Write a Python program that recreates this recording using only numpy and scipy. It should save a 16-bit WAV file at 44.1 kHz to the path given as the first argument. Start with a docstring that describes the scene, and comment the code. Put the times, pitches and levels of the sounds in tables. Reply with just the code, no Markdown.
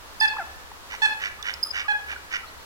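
"""Waterbirds in a reed marsh

Two microphones hear a waterbird, probably a coot, a little to the right: three nasal honks built from
harmonics on an arched pitch, and two piercing chips that are nearly pure whistles. A duck's rasps between
them are pulses of noise through throat and bill; other birds cluck and peep farther off; two sharp ticks ring.
The reeds scatter every call as decaying noise, and the far bank echoes the coot.
Beneath lie a soft rustle of filtered noise and a low, wavering distant hum."""
import sys
import numpy as np
from scipy import signal
from scipy.fft import rfft, irfft, next_fast_len
from scipy.io import wavfile
from scipy.ndimage import uniform_filter1d, map_coordinates

SR = 44100
rng = np.random.default_rng(int(sys.argv[2]) if len(sys.argv) > 2 else 0)


def digitize_waveform(pressure):
    """Quantize a signal to 16-bit integers and store it at the path in sys.argv[1].

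    Rows of a 2-D input are taken as channels; values are limited to [-1, 1].
    """
    field = np.atleast_2d(pressure).T
    bounded = np.clip(field, -1, 1)
    quanta = np.round(bounded * 32767).astype(np.int16)
    wavfile.write(sys.argv[1], SR, quanta)


N = 116865

# Relative spectrum of the rustle: frequency_hz, density_db (per Hz)
RUSTLE_SPECTRUM = [(20, -0.5), (37, -5.5), (52, -9), (70, 0.5), (96, -12.5), (200, -16.5), (310, -14),
                   (500, -10.5), (750, -12), (950, -7.5), (1700, -11.5), (2100, -15.5), (4400, -17.5),
                   (9000, -26), (16000, -28)]
# Likeness of the rustle at the two microphones: frequency_hz, correlation (-1 to 1)
RUSTLE_LIKENESS = [(30, -0.28), (70, 0.18), (300, 0.42), (800, 0.19), (1600, -0.21), (3000, -0.36),
                   (6000, -0.23), (14000, -0.17)]
RUSTLE_DB = -43.5  # rms before its slow waver
HUM_HZ, HUM_DB = 69.5, -63.5  # mean pitch, rms level

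# Arrival from the right at the two microphones: frequency_hz, left_lag_ms
MIC_LAG = [(875, .22), (1750, .236), (2600, .172), (3500, .167), (4400, .16), (5000, .176), (10000, .15)]
# Level difference from the right: frequency_hz, left_minus_right_db
MIC_SHADE = [(875, -6.5), (1750, -5.5), (2600, -4), (3500, -8), (5000, -6.5), (10000, -9.5), (15000, -6)]

# Echo colour of the far bank: frequency_hz, level_db
BANK_COLOUR = [(800, -12), (1750, -13), (2600, -8), (3500, -15.5), (4400, -3.5), (5000, -2.5), (7000, -17),
               (10000, -20)]
BANK_DELAY_S, BANK_DB, BANK_LEFT_MINUS_RIGHT_DB = 0.0755, -10, 14
# Decay time of the near reed scatter: frequency_hz, t60_s
REED_T60 = [(500, 0.42), (2000, .33), (5000, 0.35), (12000, 0.18)]
# Colour of the reed scatter: frequency_hz, level_db
REED_COLOUR = [(400, 5), (900, 6.5), (1750, 3.5), (2600, 5.5), (3500, 2), (5000, -1), (10000, 6)]
# Colour of the long tail before the scatter is evened out: frequency_hz, level_db
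FAR_COLOUR = [(2000, 2), (8000, -9)]
REED_DB, REED_START_S = -8, 0.012
REED_AROUND = 0.45  # share of power coming from all sides
FAR_DB, FAR_T60_S = -13.5, 0.88
# Colour of the single quick return from the reed edge: frequency_hz, level_db
EDGE_COLOUR = [(875, 0), (1750, -1), (2600, -3), (3500, -10), (5000, 3.5), (10000, -7)]
EDGE_DELAY_S, EDGE_DB = 0.017, -18.5

# Distant peeps: start_s, length_s, pitch_hz, level_db
PEEPS = [(1.389, .03, 1250, -42), (1.654, .026, 1271, -40), (1.845, .028, 1242, -37.5),
         (2.43, 0.024, 1325, -39), (2.466, 0.031, 4270, -48.5), (2.576, 0.055, 4340, -58)]
# Clucks: start_s, length_s, first_pitch_hz, last_pitch_hz, level_db, brightness_db_per_octave
CLUCKS = [(.336, 0.0073, 940, 1036, -31.5, -25), (0.364, .010, 820, 1400, -28.5, -24),
          (.383, 0.023, 895, 725, -28, -2), (0.401, 0.026, 717, 664, -37, 4.5),
          (.714, 0.0064, 1160, 777, -33, -12), (0.936, 0.0096, 1130, 800, -31.5, -9),
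          (2.128, 0.0071, 973, 743, -36.5, -1.5), (2.16, 0.0069, 1630, 1410, -28.5, -22)]
# Harmonics of a cluck: multiple, level_db
CLUCK_PARTIALS = [(1, 0), (2, 0), (3, -17.5)]
# Ticks: start_s, pitch_hz, level_db
TICKS = [(1.4269, 3492, -23), (1.5387, 5110, -22)]
# Noise colour of a tick's crack: frequency_hz, level_db
CRACK_COLOUR = [(1500, -28), (4000, 13), (7500, 4), (10000, -12), (16000, -6)]

# Duck rasps: loudest_s, rise_s, fall_s, level_db, hiss_db
RASPS = [(.942, 0.039, 0.019, -33, -12.5), (1.249, 0.046, 0.035, -28.5, -13.5),
         (1.487, 0.04, 0.03, -27.5, -16), (1.787, 0.049, 0.036, -27, -14.5),
         (2.117, 0.035, 0.023, -31.5, -18), (2.348, 0.034, 0.026, -27, -13)]
# Resonances of the duck's throat: frequency_hz, level_db
THROAT = [(300, -45), (900, -19), (1250, -12), (1500, 1), (1750, -1.5), (1950, 4), (2130, -7), (2300, 2.5),
          (2620, -11), (2930, 0), (3250, -19), (3600, -11.5), (4200, -28), (7000, -40.5)]
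# Colour of the hiss in the duck's bill: frequency_hz, level_db
BILL = [(2500, -40), (4000, -4), (4570, 8), (4800, -1), (5060, 6), (5600, 7), (6300, 4), (7000, -9),
        (8200, -16), (11000, -48), (16000, -42)]
# Spread of each rasp pulse, lowest band first: frequency_hz, delay_s
RASP_DELAY = [(1500, 0.001), (2200, 0.0029), (3100, 0.0023), (4500, 0.0029)]
RASP_RATE_HZ, RASP_PULSE_S, RASP_SCATTER_S = 101, 0.0044, 0.0006
RASP_EDGE_DB = 9  # drop from the loudest moment after one rise or fall time

# Chips: start_s, length_s, pitch_hz, level_db
CHIPS = [(0.201, 0.0095, 4973, -17.5), (1.6278, 0.013, 5048, -16.5)]
# Harmonics of a chip: multiple, level_db
CHIP_PARTIALS = [(1, -0.5), (2, -15), (3, -25)]
CHIP_ARCH = 0.015  # fraction of pitch lost at either end

# Honks: start_s, length_s, top_pitch_hz, level_db, brightness_db_per_octave, pitch_arch_depth
HONKS = [(0.2092, 0.05, 882.8, -13, -1.5, 1), (1.0179, .047, 875.7, -13.5, 1, 1),
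         (1.8805, 0.045, 842.3, -16.5, -5, 0.47)]
# Harmonics of a honk: multiple, level_db
HONK_PARTIALS = [(1, -13), (2, -1.5), (3, -12), (4, -14.5), (5, -19), (6, -28.5), (7, -32.5), (8, -38),
                 (9, -39), (10, -44), (11, -47), (12, -54), (13, -52)]
# Noise colour of the breath on a honk: frequency_hz, level_db
HONK_AIR_COLOUR = [(500, -26), (1200, 5), (2200, 2), (3100, 3), (5000, -5), (6500, -17.5), (9000, -9.5),
                   (12000, -26)]
HONK_AIR_DB = -27
HONK_ATTACK_S, HONK_RELEASE_S, HONK_CREST_S = 0.0033, 0.0063, 0.018
# Pitch slopes either side of the crest and the extra drop at the close, all times the arch depth
RISE_HZ_PER_S, SAG_HZ_PER_S = 890, 930
SAG_END_HZ, SAG_END_S = 24, 0.009
SWELL_DB, SWELL_S = 11, 0.0045  # bloom of the second partial
JITTER = 0.0012  # fraction of pitch
FLUTTER_DB = 1.38  # per octave: higher partials are less steady

TOP_HZ = 16000


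def amp(db):
    """Decibels to gain."""
    return 10 ** (np.asarray(db) / 20)


def unit(x):
    """Scale to rms 1."""
    return x / np.sqrt(np.mean(x ** 2) + 1e-20)


def along(points, hz):
    """Read (Hz, value) points on a log frequency axis."""
    f, v = np.transpose(points)
    return np.interp(np.log(hz + 1), np.log(f + 1), v)


def since(s):
    """Seconds since time s, for every sample."""
    return np.arange(N) / SR - s


def wobble(rate):
    """A smooth random curve with rate knots a second."""
    knots = rng.standard_normal(int(N * rate / SR) + 4)
    return map_coordinates(knots, [np.arange(N) * rate / SR])


def filtered(x, response):
    """Multiply the spectrum of x by a complex response of frequency."""
    m = next_fast_len(N + SR // 2)
    return irfft(rfft(x, m) * response(np.fft.rfftfreq(m, 1 / SR)), m)[..., :N]


def delayed(hz, seconds):
    """Phase response of a pure delay."""
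    return np.exp(-2j * np.pi * hz * seconds)


def air(colour):
    """Noise of rms 1 with a (Hz, dB) colour."""
    return unit(filtered(rng.standard_normal(N), lambda hz: amp(along(colour, hz))))


def gate(t, length, attack, release):
    """Smooth attack, hold, and a release centred on the end."""
    opening = np.sin(np.pi / 2 * np.clip(t / attack, 0, 1))
    closing = np.sin(np.pi / 2 * np.clip((length - t) / release + 0.5, 0, 1)) ** 2
    return opening * closing


def voice(pitch, envelope, partials):
    """Sum sine harmonics (multiple, dB) on a pitch curve, under an envelope."""
    on = envelope > 0
    phase = 2 * np.pi * np.cumsum(pitch[on]) / SR
    tone = sum(amp(np.broadcast_to(db, N)[on]) * np.sin(k * phase) for k, db in partials)
    out = np.zeros(N)
    out[on] = envelope[on] * tone
    return out


def background(waver_db=0.6):
    """Wide filtered noise for the rustle of reeds and air, and a hum wavering in pitch and level."""
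    def mid_side(hz):
        # the angle between mid and side sets the likeness of left and right
        turn = np.arccos(np.clip(along(RUSTLE_LIKENESS, hz), -1, 1)) / 2
        return amp(along(RUSTLE_SPECTRUM, hz)) * [np.cos(turn), np.sin(turn)]

    mid, side = filtered(rng.standard_normal((2, N)), mid_side)
    rustle = unit(np.array([mid + side, mid - side])) * amp(RUSTLE_DB + waver_db * wobble(5.74))
    hum_phase = 2 * np.pi * np.cumsum(HUM_HZ + 2 * wobble(8)) / SR
    hum = unit(np.sin(hum_phase) * amp(2.5 * wobble(6)))
    return rustle + amp(HUM_DB) * hum


def from_right(x, shade=1):
    """Place a source to the right by lag and level; shade scales the level difference."""
    def both(hz):
        # half of each difference goes to either microphone
        left = amp(shade * along(MIC_SHADE, hz) / 2) * delayed(hz, along(MIC_LAG, hz) / 2000)
        return np.array([left, 1 / left])

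    return filtered(x, both)


def bank(x):
    """Delay and colour a single echo from the far bank, louder on the left."""
    echo = filtered(x, lambda hz: amp(along(BANK_COLOUR, hz)) * delayed(hz, BANK_DELAY_S))
    return amp(BANK_DB + BANK_LEFT_MINUS_RIGHT_DB * np.array([[0.5], [-0.5]])) * echo


def reeds(x, build_s=0.0036):
    """Convolve with decaying noise: dense stem scatter, partly from the right, and a faint longer tail."""
    hz, t, z = signal.stft(rng.standard_normal((3, SR)), SR, nperseg=256)
    near = amp(-60 * t / along(REED_T60, hz)[:, None]) * (1 - np.exp(-t / build_s))
    near = amp(REED_DB) * near / np.linalg.norm(near, axis=1, keepdims=True)
    far = amp(-60 * t / FAR_T60_S) * amp(along(FAR_COLOUR, hz))[:, None]
    far = amp(FAR_DB) * far / np.linalg.norm(far[0])
    tail = signal.istft(z * np.hypot(near, far), SR, nperseg=256)[1][:, :SR]

    # even out the spectrum so no pitch is favoured, then set level and colour (bins are 1 Hz apart)
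    spectrum = rfft(tail)
    spectrum /= np.sqrt(np.abs(uniform_filter1d(np.abs(spectrum) ** 2, size=70, axis=1)))
    colour = amp(REED_DB + along(REED_COLOUR, np.arange(spectrum.shape[1])))
    tail = irfft(spectrum * colour)[:, :SR * 3 // 4]

    late = np.pad(x, (round(REED_START_S * SR), 0))
    wet = signal.fftconvolve(late[None], tail, axes=1)[:, :N]
    return np.sqrt(REED_AROUND) * wet[:2] + np.sqrt(1 - REED_AROUND) * from_right(wet[2], shade=0.2)


def reed_edge(x):
    """Delay and colour a single quick return from the reed edge, just after the scatter begins."""
    return amp(EDGE_DB) * filtered(x, lambda hz: amp(along(EDGE_COLOUR, hz)) * delayed(hz, EDGE_DELAY_S))


def peeps(arch=0.075, rough=0.046):
    """Faint sine notes with arched, unsteady pitch, from birds deep in the reeds."""
    out = np.zeros(N)
    for s, length, hz, db in PEEPS:
        t = since(s)
        pitch = hz * (1 - arch * (2 * t / length - 1) ** 2 + rough * wobble(700))
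        envelope = amp(db) * gate(t, length, attack=0.0079, release=0.014)
        out += voice(pitch, envelope, [(1, 0)])
    return out


def clucks(rough=0.018):
    """Soft gliding notes of three harmonics, from another bird straight ahead."""
    out = np.zeros(N)
    for s, length, first, last, db, bright in CLUCKS:
        t = since(s)
        pitch = np.interp(t, [0, length], [first, last]) * (1 + rough * wobble(600))
        envelope = amp(db) * gate(t, length, attack=0.0055, release=0.0073)
        partials = [(k, level + bright * np.log2(k)) for k, level in CLUCK_PARTIALS]
        out += voice(pitch, envelope, partials)
    return out


def ticks(t60=0.02, crack_db=-1, crack_t60=0.0079):
    """Sharp ticks: a brief decaying sine and a shorter bright crack of noise."""
    out = np.zeros(N)
    for s, hz, db in TICKS:
        t = np.maximum(since(s), 0)
        onset = 1 - np.exp(-t / 0.0004)
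        ring = np.sin(2 * np.pi * hz * t) * amp(-60 * t / t60)
        crack = air(CRACK_COLOUR) * amp(crack_db - 60 * t / crack_t60)
        out += amp(db) * onset * (ring + crack)
    return out


def rasps(between=0.15, steep=3.0, snap=1.0):
    """Slow uneven pulses, each a snap and a puff of air through the duck's throat and bill."""
    throat, bill = np.zeros(N), np.zeros(N)
    for s, rise, fall, db, hiss_db in RASPS:
        t = since(s)
        beats = np.arange(-12, 13) / RASP_RATE_HZ
        beats = np.sort(beats - 0.005 + RASP_SCATTER_S * rng.standard_normal(len(beats)))
        latest = beats[np.maximum(np.searchsorted(beats, t) - 1, 0)]
        age = np.abs(t - latest) / RASP_PULSE_S
        puffs = between + 2 * age * np.exp(1 - 2 * age)  # some air leaks between pulses
        clicks = np.bincount(np.searchsorted(t, beats + 0.00099), minlength=N)[:N]
        snaps = clicks * np.sqrt(SR / RASP_RATE_HZ) / 2
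        effort = amp(db - RASP_EDGE_DB * np.abs(t / np.where(t < 0, rise, fall)) ** steep)
        throat += effort * (1.14 * puffs * rng.standard_normal(N) + snap * snaps)
        bill += effort * amp(hiss_db) * puffs * rng.standard_normal(N)

    def tract(colour):
        def response(hz):
            # summing the delay over frequency gives the phase that spreads each pulse
            phase = 2 * np.pi * np.cumsum(along(RASP_DELAY, hz)) * hz[1]
            return unit(amp(along(colour, hz))) * np.exp(-1j * phase)
        return response

    return filtered(throat, tract(THROAT)) + filtered(bill, tract(BILL))


def chips():
    """Very short, nearly pure whistles with a slight arch of pitch."""
    out = np.zeros(N)
    for s, length, hz, db in CHIPS:
        t = since(s)
        pitch = hz * (1 - CHIP_ARCH * (2 * t / length - 1) ** 2)
        envelope = amp(db) * gate(t, length, attack=0.0062, release=0.0059)
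        out += voice(pitch, envelope, CHIP_PARTIALS)
    return out


def honks():
    """Harmonics snap on, rise to a crest and sag while the second partial blooms; a little air rides on them."""
    out, blown = np.zeros(N), np.zeros(N)
    for s, length, hz, db, bright, arch in HONKS:
        t = since(s)
        rising = RISE_HZ_PER_S * (HONK_CREST_S - t)
        sagging = SAG_HZ_PER_S * (t - HONK_CREST_S)
        closing = SAG_END_HZ * np.clip((t - length) / SAG_END_S + 1, 0, 2)
        pitch = hz - arch * (np.maximum(rising, sagging) + closing)
        bloom = -SWELL_DB * np.exp(-np.abs(t) / SWELL_S)
        partials = []
        for k, level in HONK_PARTIALS:
            tilt = bright * np.log2(max(k / 2, 1))
            flutter = FLUTTER_DB * np.log2(k) * wobble(180)
            partials.append((k, level + tilt + (bloom if k == 2 else 0) + flutter))
        envelope = gate(t, length, HONK_ATTACK_S, HONK_RELEASE_S) * amp(db + 0.2 * wobble(500))
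        out += voice(pitch * (1 + JITTER * wobble(700)), envelope, partials)
        blown += envelope * amp(bright)  # brighter honks carry more air
    return out + amp(HONK_AIR_DB) * blown * air(HONK_AIR_COLOUR)


def scene(duck_wet_db=-5, small_wet_db=-7):
    """Coot, duck and ticks to the right, small voices ahead, all answered by the marsh."""
    small, tick = clucks() + peeps(), ticks()
    duck = rasps()
    coot = honks() + chips()
    into_reeds = coot + amp(duck_wet_db) * duck + amp(small_wet_db) * (small + tick)
    wet = reeds(into_reeds) + bank(coot)
    edge = from_right(reed_edge(coot), shade=-0.35)  # later but slightly louder on the left in every band
    edge_and_direct = from_right(coot + duck + tick) + edge
    return background() + wet + small + edge_and_direct


def record(dry):
    """Keep nothing at or above the band limit."""
    return filtered(dry, lambda hz: hz < TOP_HZ)


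dry = scene()
out = record(dry)
digitize_waveform(out)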